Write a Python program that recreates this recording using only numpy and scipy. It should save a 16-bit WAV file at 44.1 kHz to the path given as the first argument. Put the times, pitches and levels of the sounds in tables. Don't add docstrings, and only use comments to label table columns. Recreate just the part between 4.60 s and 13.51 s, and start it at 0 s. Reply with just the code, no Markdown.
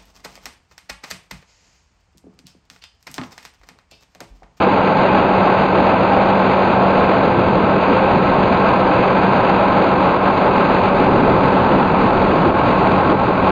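import sys
import numpy as np
from scipy import signal
from scipy.fft import rfft, irfft, next_fast_len
from scipy.io import wavfile
from scipy.ndimage import map_coordinates

SR = 44100
rng = np.random.default_rng(int(sys.argv[2]) if len(sys.argv) > 2 else 0)


def put_to_file(sound):
    columns = np.atleast_2d(sound).T
    safe = np.clip(columns, -1, 1)
    whole_steps = np.round(safe * 32767)
    wavfile.write(sys.argv[1], SR, whole_steps.astype(np.int16))


N = 392931
FFT_SIZE = next_fast_len(N + SR // 10, real=True)
TIME, FREQS = np.arange(N) / SR, np.fft.rfftfreq(FFT_SIZE, 1 / SR)
CYCLE_HZ = 7.2148


def amp(db):
    return 10 ** (np.asarray(db) / 20)

def unit(x):
    return x / np.sqrt(np.mean(x ** 2) + 1e-20)

def over_hz(points):
    hz, value = np.transpose(points)
    return np.interp(np.log(FREQS + 1), np.log(hz + 1), value)

def colour(x, gain):
    return irfft(rfft(x, FFT_SIZE) * gain, FFT_SIZE)[:N]

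def below(hz, order):
    return 1 / np.sqrt(1 + (FREQS / hz) ** (2 * order))

def noise(gain):
    return unit(colour(rng.standard_normal(N), gain))

def wander(rate_hz, size=4096):
    hz = np.fft.rfftfreq(size, N / SR / size)
    spectrum = rfft(rng.standard_normal(size)) * (hz > 0) / np.hypot(1, (hz / rate_hz) ** 3)
    return np.interp(TIME, np.linspace(0, N / SR, size), unit(irfft(spectrum, size)))

def swell(peak_s, half_s):
    return np.exp(-((TIME - peak_s) / half_s) ** 2)

def panned(db, db_per_s):
    return db + db_per_s * TIME


def firings(cycles, cylinders=6):
    phase = 2 * np.pi * cycles
    return np.cos(cylinders * phase) + 0.3 * np.sin(phase) + 0.3 * np.cos(3 * phase)

# (frequency [Hz], relative spectral level [dB])
CLATTER_SPECTRUM = [(20, -22), (60, -14), (140, -7.5), (300, -1), (410, -3.3), (580, -0.5), (900, -3),
                    (1170, -9), (1550, -12.5), (1850, -18.5), (2550, -14), (3100, -26), (4100, -27),
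                    (5000, -36.5)]
# (frequency [Hz], share of power [0-1])
PERIODIC_SHARE = [(100, 0.02), (550, 0.04), (880, 0.1), (1100, 0.32), (1500, 0.43), (2200, 0.04),
                  (4000, .15)]
# (frequency [Hz], width [Hz], lift [dB])
RESONANCES = [(513, 120, 2.1), (656, 47, 0.5), (876, 160, 3.5), (1067, 59, 5), (1305, 110, 5),
              (1563, 100, 4), (2290, 48, -0.5)]

def clatter(cycles):
    period = round(SR / CYCLE_HZ)
    pattern = rng.standard_normal(period)
    repeated = map_coordinates(pattern, [cycles % 1 * period], order=3, mode="grid-wrap")
    share = over_hz(PERIODIC_SHARE)
    shake = colour(repeated, np.sqrt(share)) + colour(rng.standard_normal(N), np.sqrt(1 - share))
    knocks = shake * (1 + 0.11 * firings(cycles))
    ring_db = sum(lift / (1 + (2 * (FREQS - hz) / width) ** 2) for hz, width, lift in RESONANCES)
    sound = unit(colour(knocks, amp(over_hz(CLATTER_SPECTRUM) + ring_db)))
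    exhaust = colour(sound, below(1100, order=5) ** 2)
    valves = colour(sound, 1 - below(1500, order=6) ** 2)
    block = sound - exhaust - valves
    churn_db = 0.58 * wander(26)
    exhaust_db = panned(-13, -0.14) + 0.7 * wander(40)
    block_db = panned(-13, 0.16)
    valves_db = panned(-13.5, -0.09) + 0.9 * swell(4.5, 1.3) + 0.7 * wander(9.9)
    return (exhaust * amp(exhaust_db) + block * amp(block_db) + valves * amp(valves_db)) * amp(churn_db)


# (multiple of the cycle rate, relative level [dB], swell time [s], swell [dB])
BLOCK_HARMONICS = [(12, -45, 0, 0), (18, -45, 0, 0), (36, -40, 7.5, 4), (84, -37, 7.9, -6),
                   (91, -37, 1.3, -4), (93, -40, 1.5, 3), (104, -42, 0, 0), (110, -40, 0, 0),
                   (111, -38, 0, 0), (114, -33.3, 1, 4.5), (118, -32.5, 3.3, -8), (121, -35, 4.7, -14),
                   (124, -39, 0, 0), (126, -39, 0, 0), (128, -39, .3, 3), (131, -40, 0, 0),
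                   (135, -33.5, 4.9, 3.5), (138, -38.5, 4.7, 4), (142, -39, 0, 0), (144, -35.5, 5.4, 5),
                   (146, -36.5, 5, 2.5), (148, -40, 0, 0), (152, -34.5, 8.4, 8), (158, -40, 6, 3),
                   (174, -42, 8.2, 7), (180, -41, 1, 4), (216, -48, 0, 0), (222, -44, 0, 0),
                   (306, -52, 0, 0)]

def block_tones(cycles, gain_db=0.3):
    steps = np.arange(0, N / SR + 0.3, 0.25)
    tones = np.zeros(N)
    for multiple, db, swell_s, swell_db in BLOCK_HARMONICS:
        echoes = rng.standard_normal(len(steps)) + 1j * rng.standard_normal(len(steps))
        direct = np.exp(2j * np.pi * rng.random())
        path = np.interp(TIME, steps, direct + 0.13 * echoes)
        level = amp(db + gain_db + swell_db * swell(swell_s, half_s=0.8))
        tones += level * (path * np.exp(2j * np.pi * multiple * cycles)).real
    return np.sqrt(2) * tones


# (initial level [dB], drift [dB/s], swell time [s], swell half-width [s], swell [dB])
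MACHINE_LEVELS = [(-22, -0.07, 5.6, 2.1, -2.2), (-33, 0.06, 5.2, 1.6, 4.5), (-27, -0.54, 7.4, .4, -8),
                  (-32.5, -0.07, 6.3, 0.77, 4.5)]

def hum_and_whines(hum_hz=191.68, whine_hz=(512.2, 570.2)):
    clock = TIME + 0.00009 * wander(4.8)
    scattered_share = 0.054 + 0.018 * TIME
    pitches = (hum_hz, 2 * hum_hz, *whine_hz)
    tones = np.zeros(N)
    for hz, (db, db_per_s, swell_s, half_s, swell_db) in zip(pitches, MACHINE_LEVELS):
        path = 1 + scattered_share * (wander(24) + 1j * wander(16))
        level = amp(panned(db, db_per_s) + swell_db * swell(swell_s, half_s))
        tones += level * (path * np.exp(2j * np.pi * (hz * clock + rng.random()))).real
    return np.sqrt(2) * tones


# (frequency [Hz], width [Hz], peak time [s], half-width [s], peak level [dB])
HOUSING_BANDS = [(860, 220, 0.54, 0.83, -31), (529, 50, 2.8, 1.1, -26), (865, 130, 6.9, 0.54, -26),
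                 (1064, 110, 6.7, 2.8, -27)]

def housing(pitch_waver=0.025):
    sound = np.zeros(N)
    for hz, width, peak_s, half_s, db in HOUSING_BANDS:
        band = noise(1 / (1 + (2 * (FREQS - hz) / width) ** 4))
        position = np.cumsum(1 + pitch_waver * wander(6))
        wavering = map_coordinates(band, [position], order=1, mode="mirror")
        sound += wavering * amp(db) * swell(peak_s, half_s)
    return sound


# (frequency [Hz], relative spectral level [dB])
RUSH_SPECTRUM = [(30, -23), (60, -9), (95, 0.5), (160, 2), (300, 0), (420, -4), (560, -8.5), (900, -18.5),
                 (2500, -47)]

def breeze(gust_rush_db, gust_buffet_db):
    eddies = noise(amp(over_hz(RUSH_SPECTRUM)))
    buffets = noise(below(73, order=3) * (1 - below(15, order=2)))
    rush_db = -25 + 0.54 * TIME + gust_rush_db + wander(20)
    buffet_db = -48.5 + 1.63 * TIME + gust_buffet_db
    return eddies * amp(rush_db) + buffets * amp(buffet_db)


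# (peak time [s], half-width [s], peak level [dB])
WIND_PUFFS = [(.65, 0.057, -19), (1.17, 0.043, -16.5), (2.735, 0.1, -16.5), (3.097, 0.049, -27),
              (3.325, 0.057, -15), (3.595, 0.087, -17.5), (5.206, .1, -20.5), (5.99, 0.041, -18),
              (6.53, 0.13, -19.5), (6.686, 0.087, -18), (6.92, 0.18, -20.5), (7.156, 0.033, -16),
              (7.445, 0.027, -17), (7.65, 0.037, -27), (7.863, 0.032, -12), (8.522, .03, -12),
              (8.694, 0.021, -13), (8.873, .025, -20)]

def puffs(low_hz=165, high_hz=417):
    roar = noise(below(high_hz, order=4) * (1 - below(low_hz, order=4)))
    return roar * sum(amp(db) * swell(peak_s, half_s) for peak_s, half_s, db in WIND_PUFFS)


# (time [s], depth [dB], half-width [s])
LEVEL_DIPS = [(1.09, 2.5, .03), (5.6, 3.5, 0.047), (5.743, 2.5, 0.03), (6.32, 2, 0.037),
              (7.286, 1.5, 0.041), (7.925, 4.5, 0.022), (8.572, 4, 0.047), (8.756, 3, 0.06)]

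def dips():
    return amp(-sum(depth * swell(at_s, half_s) for at_s, depth, half_s in LEVEL_DIPS))


def squeal(peak_s=1.55, half_s=0.076, hz=800, fall_hz_per_s=260, db=-17.5):
    pitch_hz = hz - fall_hz_per_s * np.clip(TIME - peak_s, -2 * half_s, 2 * half_s) + 5 * wander(30)
    phase = 2 * np.pi * np.cumsum(pitch_hz) / SR
    return np.sqrt(2) * amp(db) * swell(peak_s, half_s) * np.sin(phase)


# (start [s], hold [s], added rush [dB], added buffeting [dB])
WIND_GUSTS = [(2.52, 0.27, 5.5, 3), (3.35, 0.15, 3.5, 10), (6.297, 0.16, 4.5, 8), (7.05, 0.64, 2.6, 4.5),
              (8.1, 0.27, 0.7, 1.5)]

def gusts(rise_s=0.23, fall_s=0.34):
    added_db = np.zeros((2, N))
    for start_s, hold_s, *strength_db in WIND_GUSTS:
        corners = start_s + np.cumsum([0, rise_s, hold_s, fall_s])
        added_db += np.outer(strength_db, np.interp(TIME, corners, [0, 1, 1, 0]))
    return added_db


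def scene():
    cycles = CYCLE_HZ * (TIME + 0.00006 * wander(2.3))
    gust_rush_db, gust_buffet_db = gusts()
    engine = clatter(cycles) + block_tones(cycles) + hum_and_whines() + housing()
    engine *= amp(-0.29 * gust_rush_db)
    wind = breeze(gust_rush_db, gust_buffet_db) + puffs()
    return ((engine + wind + squeal()) * dips())[None]


def record(dry, ceiling=0.49, decimation=4, edge_hz=7200):
    clipped = np.clip(amp(-0.5) * dry[0], -ceiling, ceiling)
    end_fades = signal.windows.tukey(N, 0.001)
    narrow = colour(clipped * end_fades, below(4862, order=50))
    pulses = decimation * narrow * (np.arange(N) % decimation == 0)
    leak = amp(-12.5) * below(6430, order=14)
    smooth = colour(pulses, np.maximum(below(5330, order=14), leak))
    final_lowpass = signal.firwin(511, edge_hz, window=("kaiser", 9), fs=SR)
    return signal.oaconvolve(smooth, final_lowpass, "same")[None]


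dry = scene()
out = record(dry)
put_to_file(out)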